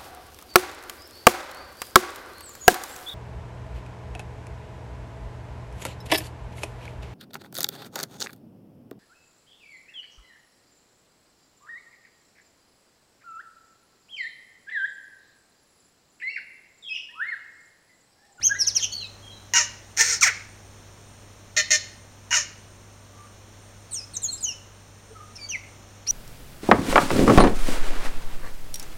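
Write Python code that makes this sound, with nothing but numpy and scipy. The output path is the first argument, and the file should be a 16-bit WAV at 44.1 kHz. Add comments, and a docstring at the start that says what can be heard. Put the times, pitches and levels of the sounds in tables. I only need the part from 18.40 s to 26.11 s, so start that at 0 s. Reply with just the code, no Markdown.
"""Quick gliding chirps from a tui on a branch close to the microphone, then coughs, rasps, a screech,
barks, bill clicks and more chirps. Its syrinx whistles the chirps and buzzes the squawks through the
resonances of throat and bill; in a cough its two sides buzz at different rates. Trunk and foliage
echo it; other birds call far off over a soft outdoor hush and a low hum."""
import sys
import numpy as np
from scipy import signal
from scipy.fft import rfft, irfft
from scipy.io import wavfile
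from scipy.ndimage import uniform_filter1d

SR = 44100
rng = np.random.default_rng(int(sys.argv[2]) if len(sys.argv) > 2 else 0)


def wrap_up_sound(samples):
    """Save the sound to the file named by the first command line argument, as 16-bit audio."""
    columns = np.atleast_2d(samples).T
    # keep every value between -1 and 1, then stretch to whole-number steps
    tamed = np.clip(columns, -1, 1)
    steps = np.round(tamed * 32767).astype(np.int16)
    wavfile.write(sys.argv[1], SR, steps)


N = 340011
T = np.arange(N) / SR

# bill resonances in coughs, clicks and barks: f/Hz, gain/dB
BILL_RESONANCES = [(2000, -46), (3400, -17), (4400, -12.5), (5000, -3), (5600, -1.5), (6600, 0.5),
                   (7200, -4.5), (8200, -20), (9000, -25), (10000, -28), (12500, -37), (15500, -46)]
# throat resonances in clicks and barks: f/Hz, gain/dB
THROAT_RESONANCES = [(400, -15), (800, -23), (1220, -24.5), (1450, -20), (1650, -0.5), (1850, -3),
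                     (2050, 9), (2350, -10.5), (2700, -4.5), (3100, -9), (3900, -6.5), (4500, -5),
                     (5500, -41.5)]
# throat resonances in the rasps and the screech: f/Hz, gain/dB
HARSH_THROAT = [(400, -33), (800, -14.5), (1100, -19), (1380, -1.5), (1850, 3), (2200, 2.5), (2800, -10.5),
                (3300, -21.5), (4400, -22), (5500, -39.5)]
# bill resonances in the rasps and the screech: f/Hz, gain/dB
HARSH_BILL = [(2000, -46), (3500, -15.5), (4500, -7), (5000, 1), (5600, 2), (6500, 0.5), (7300, -3.5),
              (8300, -8), (9100, -16.5), (9900, -28.5), (11800, -27.5), (15500, -35)]


def undb(db):
    """Decibels to gain."""
    return 10 ** (np.asarray(db) / 20)


def unit(x):
    """Scale to rms 1."""
    return x / np.sqrt(np.mean(x ** 2) + 1e-18)


def wander(rate, size):
    """Smooth random motion of spread 1, turning about `rate` times a second."""
    k = max(int(SR / rate), 1)
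    noise = rng.standard_normal(size + 8 * k)
    return unit(uniform_filter1d(uniform_filter1d(noise, k), k))[4 * k:4 * k + size]


def colour(x, points, size=1024):
    """Causal filter through (f/Hz, gain/dB) points that keeps the power of white noise."""
    hz, db = np.transpose(points)
    f = np.maximum(np.fft.rfftfreq(size, 1 / SR), 1)
    cepstrum = irfft(np.log(undb(np.interp(np.log(f), np.log(hz), db))))
    cepstrum[1:size // 2] *= 2
    cepstrum[size // 2 + 1:] = 0
    response = irfft(np.exp(rfft(cepstrum)))
    return signal.fftconvolve(x, response / np.linalg.norm(response))[:len(x)]


def impulses(places, sizes, size, order=6):
    """Band-limited impulses at fractional sample places."""
    out = np.zeros(size)
    taps = np.floor(places).astype(int)[:, None] + np.arange(1 - order, order + 1)
    offset = taps - places[:, None]
    pulses = sizes[:, None] * np.sinc(offset) * np.sinc(offset / order)
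    np.add.at(out, np.clip(taps, 0, size - 1), pulses)
    return out


def span(start, length, attack_s=.0005, release_s=.0014):
    """A note's sample indices, its age in seconds and its on-off gate."""
    at = np.flatnonzero((T >= start) & (T < start + length + release_s))
    age = T[at] - start
    return at, age, np.clip(age / attack_s, 0, 1) * np.clip(1 - (age - length) / release_s, 0, 1)


def envelope(start, attack_s, hold_s, release_s, onset_db, end_db):
    """A span whose gate swells from onset_db, holds and fades to end_db."""
    corners = np.cumsum([0, attack_s, hold_s, release_s])
    at, age, gate = span(start, corners[-1])
    return at, age, gate * undb(np.interp(age, corners, [onset_db, 0, 0, end_db]))


def chirp_notes():
    """Each whistle glides along a parabola; its partials move from soft levels to a crest and back."""
    # t/s, rise/s, fall/s, start f/Hz, crest f/Hz, end f/Hz, fundamental/dB, octave/dB, roughness/0-1
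    whistles = [(0.011, 0.057, 0.022, 1580, 3200, 2564, -40, -15, 0.086),
                (0.094, 0.025, 0.032, 1470, 1665, 1406, -18.5, -41.5, 0.048),
                (0.139, 0.027, 0.018, 1584, 1990, 1970, -33.5, -39, 0.11),
                (0.187, 0.026, 0.051, 2960, 2772, 1630, -67, -17, 0.31),
                (0.266, 0.01, 0.039, 3375, 2997, 1670, -52, -15, 0.37),
                (0.348, 0.022, 0.038, 3390, 2770, 1500, -38.5, -16, 0.43),
                (0.401, 0.046, 0.017, 3170, 3048, 2830, -28, -26, 0.75),
                (0.523, 0.006, 0.008, 3340, 3330, 3100, -44, -34, 0.3),
                (0.517, 0.033, 0.032, 4390, 4450, 4400, -27, -60, 0.091),
                (0.577, 0.042, 0.052, 4240, 4145, 3610, -34, -70, 0.1),
                (0.606, 0.023, 0.037, 3380, 2790, 2570, -42, -57, 0.1),
                (5.51, 0.056, 0.076, 4630, 2983, 2610, -55.5, -32.5, 0.15),
                (5.517, 0.019, 0.021, 3940, 4165, 4470, -62, -25, 0.08),
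                (5.736, 0.017, 0.018, 4580, 3830, 4000, -45, -31, 0.28),
                (5.763, 0.0062, 0.0077, 3790, 3190, 3160, -70, -23.5, 0.31),
                (5.818, 0.022, 0.033, 4250, 3610, 3240, -50.5, -21.5, 0.15),
                (5.88, 0.011, 0.026, 4200, 4235, 3930, -31, -49, 0.08),
                (5.907, 0.022, 0.041, 4180, 3730, 4080, -50, -23.5, 0.06),
                (5.978, 0.022, 0.014, 5210, 4860, 4430, -40, -62, 0.05),
                (6.006, 0.045, 0.0084, 4350, 3106, 2930, -65, -23.5, 0.08),
                (6.055, 0.029, 0.045, 3053, 2930, 2540, -33.5, -29.5, 0.042),
                (6.955, 0.007, 0.016, 2980, 2740, 2450, -70, -37.5, 0.86),
                (6.984, 0.065, 0.016, 2420, 2300, 2320, -51.5, -26.5, 0.045),
                (7.088, 0.022, 0.02, 3400, 2924, 2994, -49, -29.5, 0.067),
                (7.114, 0.043, 0.0096, 3070, 2080, 1910, -28, -48, 0.08),
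                (7.663, 0.012, 0.014, 2160, 2570, 2800, -50, -25, 1),
                (7.676, 0.04, 0.019, 2824, 3003, 3014, -66, -12.5, 0.065)]
    for s, rise_s, fall_s, start_hz, crest_hz, end_hz, first_db, octave_db, rough in whistles:
        at, age, gate = span(s, rise_s + fall_s, attack_s=.00057, release_s=.0073)
        corners, rising = [0, rise_s, rise_s + fall_s], age < rise_s
        hz = np.polyval(np.polyfit(corners, [start_hz, crest_hz, end_hz], deg=2), age)
        slack = np.where(rising, .72, .67) * np.interp(age, corners, [1, 0, 1]) ** 1.43
        soft_first_db, soft_octave_db = np.where(rising, -46.5, -60), np.where(rising, -44, -45)
        first_db += slack * (soft_first_db - first_db)
        octave_db += slack * (soft_octave_db - octave_db)
        yield at, gate, hz, first_db, octave_db, rough


def chirps(waver=.0085, jitter=.058, flutter=.71, hiss_db=-22, overtone_db=-29):
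    """Close, gliding whistles; the open bill favours the octave, and rough notes flutter and hiss."""
    # the bill's main resonance, which the octave glides through: f/Hz, gain/dB
    main_resonance = [(3000, -15.5), (4600, -8.5), (5400, 0), (6700, 1), (7300, -3.5), (9000, -4.5)]
    # its top resonance, which shapes the third and fourth partials: f/Hz, gain/dB
    top_resonance = [(5000, -6), (8000, 3), (9500, -5), (10800, 4.5), (12300, -4.5), (13500, 4),
                     (15500, -16)]
    out, air = np.zeros((2, N))
    for at, gate, hz, first_db, octave_db, rough in chirp_notes():
        bend = waver * wander(193.4, len(at)) + jitter * rough * wander(1770, len(at))
        phase = 2 * np.pi * np.cumsum(hz * (1 + bend)) / SR
        drive_db = np.maximum(first_db - 5, octave_db) + overtone_db
        levels = [first_db, octave_db + np.interp(2 * hz, *np.transpose(main_resonance))]
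        levels += [drive_db + np.interp(k * hz, *np.transpose(top_resonance)) for k in (3, 4)]
        tone = sum(undb(db) * np.sin(k * phase) * (k * hz < SR / 2) for k, db in enumerate(levels, 1))
        out[at] += np.sqrt(2) * gate * tone * (1 + flutter * rough * wander(900, len(at)))
        air[at] += gate * rough * undb(octave_db + hiss_db) * rng.standard_normal(len(at))
    return out + colour(air, [(1500, 1), (3000, 3), (6000, -26), (9000, 1), (15000, -15)])


def trees(x, branches_db, leaves_db, low_t60=.55, high_t60=.5, count=60):
    """Nearby surfaces answer within milliseconds, branches later; foliage scatters a longer tail."""
    # echoes from the surfaces around the perch: delay/s, level/dB
    echoes = [(.0021, -15), (.0028, -15), (.00435, -16), (.00662, -7), (.0106, -19), (.0132, -18)]
    delay, db = np.transpose(echoes)
    t = T[:SR]
    lags = rng.uniform(.000929, .045, count)
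    branches = impulses(lags * SR, rng.choice([-1, 1], count) * np.exp(-lags / .22), SR)
    low_shape = [(200, -16), (900, -6), (2000, -6.5), (3200, -3.5), (5000, -22)]
    high_shape = [(1500, -22), (4200, 17.5), (6000, 7.5), (8500, 6.5), (14000, 2)]
    lows = colour(rng.standard_normal(SR), low_shape) * undb(-60 * t / low_t60)
    highs = colour(rng.standard_normal(SR), high_shape) * undb(-60 * t / high_t60)
    leaves = (.78 * lows + highs) * np.minimum(t / .049, 1)
    response = impulses(delay * SR, undb(db), SR)
    response += undb(branches_db) * branches / np.linalg.norm(branches)
    response += undb(leaves_db) * leaves / np.linalg.norm(leaves)
    return x + signal.fftconvolve(x, response)[:N]


def outdoors(hush_db=-50.5, shimmer_db=-66):
    """The bed of the place: a nearly steady hush, a faint high shimmer and a distant machine's hum."""
    # spectrum of the hush: f/Hz, relative level/dB
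    hush_shape = [(25, 0), (50, -1.5), (80, 4), (200, -1.5), (500, -4), (1200, -7.5), (2200, -12),
                  (4300, -15), (6200, -9.5), (7400, -15), (10000, -27.5), (15500, -28.5)]
    # tones of the hum: f/Hz, width/Hz, level/dB
    hum_tones = [(50.7, 10.5, -60), (99.8, 0.974, -52), (218, 16.26, -64.5), (573, 9.9, -67.5)]
    shimmer_shape = [(6800, -57), (8100, -3.5), (9150, 2.5), (9900, -61)]
    swell_db, flicker_db = .5 * wander(1.5, N), 2 * wander(18, N)
    hush = unit(colour(rng.standard_normal(N), hush_shape, size=8192)) * undb(hush_db + swell_db)
    shimmer = colour(rng.standard_normal(N), shimmer_shape) * undb(shimmer_db + flicker_db)
    hum = np.zeros(N)
    for hz, width, db in hum_tones:
        drifting_hz = hz + width / 2 * wander(2 * width, N)
        hum += undb(db) * np.sqrt(2) * np.sin(2 * np.pi * np.cumsum(drifting_hz) / SR)
    return hush + shimmer + hum


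def far_birds(waver=.02):
    """Soft plain notes from trees far off."""
    # t/s, length/s, start f/Hz, end f/Hz, relative level/dB
    calls = [(0.81, 0.13, 3340, 3150, -49.5), (0.898, 0.091, 4080, 3926, -51),
             (4.7, 0.25, 1177, 1143, -54.5), (6.698, 0.029, 415, 428, -47.5),
             (6.741, 0.1, 1300, 1215, -42.5)]
    out = np.zeros(N)
    for s, length, start_hz, end_hz, db in calls:
        at = np.flatnonzero((T >= s) & (T < s + length))
        hz = np.linspace(start_hz, end_hz, len(at)) * (1 + waver * wander(88, len(at)))
        gate = signal.windows.tukey(len(at), .5)
        out[at] += np.sqrt(2) * undb(db) * gate * np.sin(2 * np.pi * np.cumsum(hz) / SR)
    return out


def buzz(notes, throat, bill, sway_db, jitter, shimmer_db, air, trims_db, scatter_s=.00008):
    """The syrinx membranes slap shut once a cycle, unevenly when rough, and ring throat and bill."""
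    throat_trim_db, bill_trim_db = trims_db
    low, high, sway = np.zeros((3, N))
    for at, gate, hz, throat_db, bill_db, rough in notes:
        rough = np.broadcast_to(rough, at.shape)
        cycles = np.cumsum(hz * (1 + jitter * rough * wander(872, len(at)))) / SR
        places = np.interp(np.arange(.5, cycles[-1]), cycles, np.arange(len(at)))
        i = places.astype(int)
        strength, lateness = rng.standard_normal((len(i), 2)).T
        sizes = undb(shimmer_db * rough[i] * strength) * np.sqrt(SR / hz[i])
        # slaps land slightly early or late, which blurs the high harmonics first
        slaps = impulses(places + scatter_s * SR * rough[i] * lateness, sizes, len(at))
        # air hisses through, strongest just after each slap
        puff = air * rough * np.exp(-((cycles + .5) % 1)) * rng.standard_normal(len(at))
        low[at] += gate * unit(slaps + .5 * puff) * undb(throat_db + throat_trim_db)
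        high[at] += gate * unit(slaps + 2 * puff) * undb(bill_db + bill_trim_db)
        # the membranes' smooth sway gives a clean fundamental, stronger at high pitch
        sway[at] += gate * np.sin(2 * np.pi * cycles) * hz / hz.mean() * undb(sway_db + .5 * throat_db)
    return colour(low, throat) + colour(high, bill) + sway


def coughs(steady_hz=948.5, high_hz=790, low_hz=583.6, drop_after_s=.043, closed_db=-12):
    """One side of the syrinx holds, the other drops and clears; the opening bill lets the treble out."""
    # t/s, bill opening/s, steady hold/s, steady level/dB, dropping hold/s, dropping level/dB, bill/dB
    bursts = [(1.135, 0.017, 0.047, -24, 0.025, -21.5, -19), (3.907, 0.06, 0.042, -29.5, 0.024, -20.5, -17)]
    # throat resonances: f/Hz, gain/dB
    throat = [(400, -46), (600, -10), (760, -29), (950, -3), (1150, -7.5), (1600, 3), (1900, 2), (2500, -2),
              (2900, 0.5), (3300, -11), (4000, -56), (5500, -62)]
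    notes = []
    for s, open_s, steady_s, steady_db, drop_s, drop_db, open_db in bursts:
        bill_db = lambda age: open_db + closed_db * np.maximum(1 - age / open_s, 0)
        at, age, gate = envelope(s, .0032, steady_s, .037, onset_db=-3, end_db=-13)
        notes.append((at, gate, np.full(len(at), steady_hz), steady_db, bill_db(age) - 3, .252))
        at, age, gate = envelope(s + .005, .027, drop_s, .072, onset_db=-5.5, end_db=-17.5)
        dropped = 1 / (1 + np.exp((drop_after_s - age) / .009))
        hz = high_hz + dropped * (low_hz - high_hz)
        rough = np.interp(dropped, [0, 1], [.7, .27])
        notes.append((at, gate, hz, drop_db - 2 * dropped, bill_db(age), rough))
    return buzz(notes, throat, BILL_RESONANCES,
                sway_db=-46.5, jitter=.086, shimmer_db=7, air=1.6, trims_db=(-3.5, -.5))


def clicks(throat_db=-5, crack_db=-14):
    """Sharp snaps of the bill, mostly within the squawks, ring bill and throat."""
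    # t/s, level/dB
    bill_snaps = [(1.1373, 3.5), (1.574, -2), (1.609, 6), (1.6176, 3.5), (1.8126, -16), (3.164, -27),
                  (3.1774, -5), (3.908, -12), (3.961, -14), (5.368, -35)]
    s, db = np.transpose(bill_snaps)
    snaps = impulses(s * SR, undb(db), N)
    ring = colour(snaps, BILL_RESONANCES) + undb(throat_db) * colour(snaps, THROAT_RESONANCES)
    return ring + undb(crack_db) * snaps


def rasps(slack_pitch=.12, waver=.03):
    """A long low buzz and a yelp about an octave above waver, and go flat when the effort is low."""
    # t/s, attack/s, hold/s, release/s, start f/Hz, end f/Hz, throat/dB, bill/dB, roughness/0-1
    buzzes = [(1.566, 0.0193, .152, .044, 488.7, 461, -32.5, -22, 0.8),
              (1.579, 0.02003, 0.0138, 0.0232, 851, 948, -21, -16.5, 0.47)]
    notes = []
    for s, attack_s, hold_s, release_s, start_hz, end_hz, throat_db, bill_db, rough in buzzes:
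        at, _, gate = envelope(s, attack_s, hold_s, release_s, onset_db=-13.5, end_db=-16)
        bend = waver * rough * wander(120, len(at)) - slack_pitch * (1 - gate)
        hz = np.linspace(start_hz, end_hz, len(at)) * (1 + bend)
        notes.append((at, gate, hz, throat_db, bill_db, rough))
    return buzz(notes, HARSH_THROAT, HARSH_BILL,
                sway_db=-33, jitter=.0956, shimmer_db=2, air=1.3, trims_db=(-1, -1.5))


def screech(start_hz=1568, octaves_per_s=20.8, rough=.24):
    """After the rasps the buzz falls steeply through two octaves, in two surges."""
    # loudness contour: t/s, throat/dB, bill/dB
    surges = [(1.81, -52.5, -14.5), (1.819, -25, -24), (1.831, -10.5, -11.5), (1.848, -24.5, -21),
              (1.879, -18, -24), (1.892, -22, -44), (1.906, -37, -46)]
    s, throat_db, bill_db = np.transpose(surges)
    at, age, gate = span(s[0], s[-1] - s[0])
    hz = start_hz * 2 ** (-octaves_per_s * age)
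    note = (at, gate, hz, np.interp(T[at], s, throat_db), np.interp(T[at], s, bill_db), rough)
    return buzz([note], HARSH_THROAT, HARSH_BILL,
                sway_db=-33.5, jitter=.076, shimmer_db=4.5, air=1, trims_db=(-1.5, -.5), scatter_s=.00007)


def barks(start_hz=619, sag_hz_per_s=301, whistle_db=-5.5, waver=.0091):
    """One side of the syrinx buzzes, sagging as the pressure runs down; the other side whistles."""
    # t/s, hold/s, throat/dB, bill/dB, roughness/0-1, whistle f/Hz
    bursts = [(3.165, .028, -17, -17, 0.25, 1998), (3.305, 0.04, -18, -12.5, .27, 2089)]
    notes, whistle = [], np.zeros(N)
    for s, hold_s, throat_db, bill_db, rough, whistle_hz in bursts:
        at, age, gate = envelope(s, .011, hold_s, .028, onset_db=-4, end_db=-19)
        hz = start_hz - sag_hz_per_s * age
        spent_s = np.maximum(age - .011, 0)
        throat_db -= 100 * spent_s
        bill_db -= 130 * spent_s
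        notes.append((at, gate, hz, throat_db, bill_db, rough))
        # the buzz chops the whistle into side tones
        chop = 1 + .35 * np.cos(2 * np.pi * np.cumsum(hz) / SR)
        phase = 2 * np.pi * np.cumsum(whistle_hz * (1 + waver * wander(190, len(at)))) / SR
        whistle[at] += gate * chop * np.sin(phase) * undb(throat_db + whistle_db)
    return whistle + buzz(notes, THROAT_RESONANCES, BILL_RESONANCES,
                          sway_db=-26, jitter=.101, shimmer_db=5, air=2.8, trims_db=(-1.5, -3))


def scene(far_db=-3, lowest_hz=330):
    """The bird close to the microphone; its distant neighbours carry more echo from the foliage."""
    bird = chirps() + coughs() + clicks() + rasps() + screech() + barks()
    # so small a body radiates no bass
    bird = signal.sosfilt(signal.butter(2, lowest_hz, "high", fs=SR, output="sos"), bird)
    close = trees(bird, branches_db=-14, leaves_db=-17)
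    distant = undb(far_db) * trees(far_birds(), branches_db=-4.5, leaves_db=-8.5)
    return (close + distant + outdoors())[None]


def record(dry, top_hz=15850):
    """The microphone notches two narrow bands steeply and cuts the top."""
    # dips in its response, each applied twice: f/Hz, width/Hz
    dips = [(4840, 313), (7740, 340)]
    for hz, width_hz in 2 * dips:
        dry = signal.lfilter(*signal.iirnotch(hz, hz / width_hz, fs=SR), dry)
    return signal.sosfilt(signal.ellip(10, .2, 80, top_hz, fs=SR, output="sos"), dry)


dry = scene()
out = record(dry)
wrap_up_sound(out)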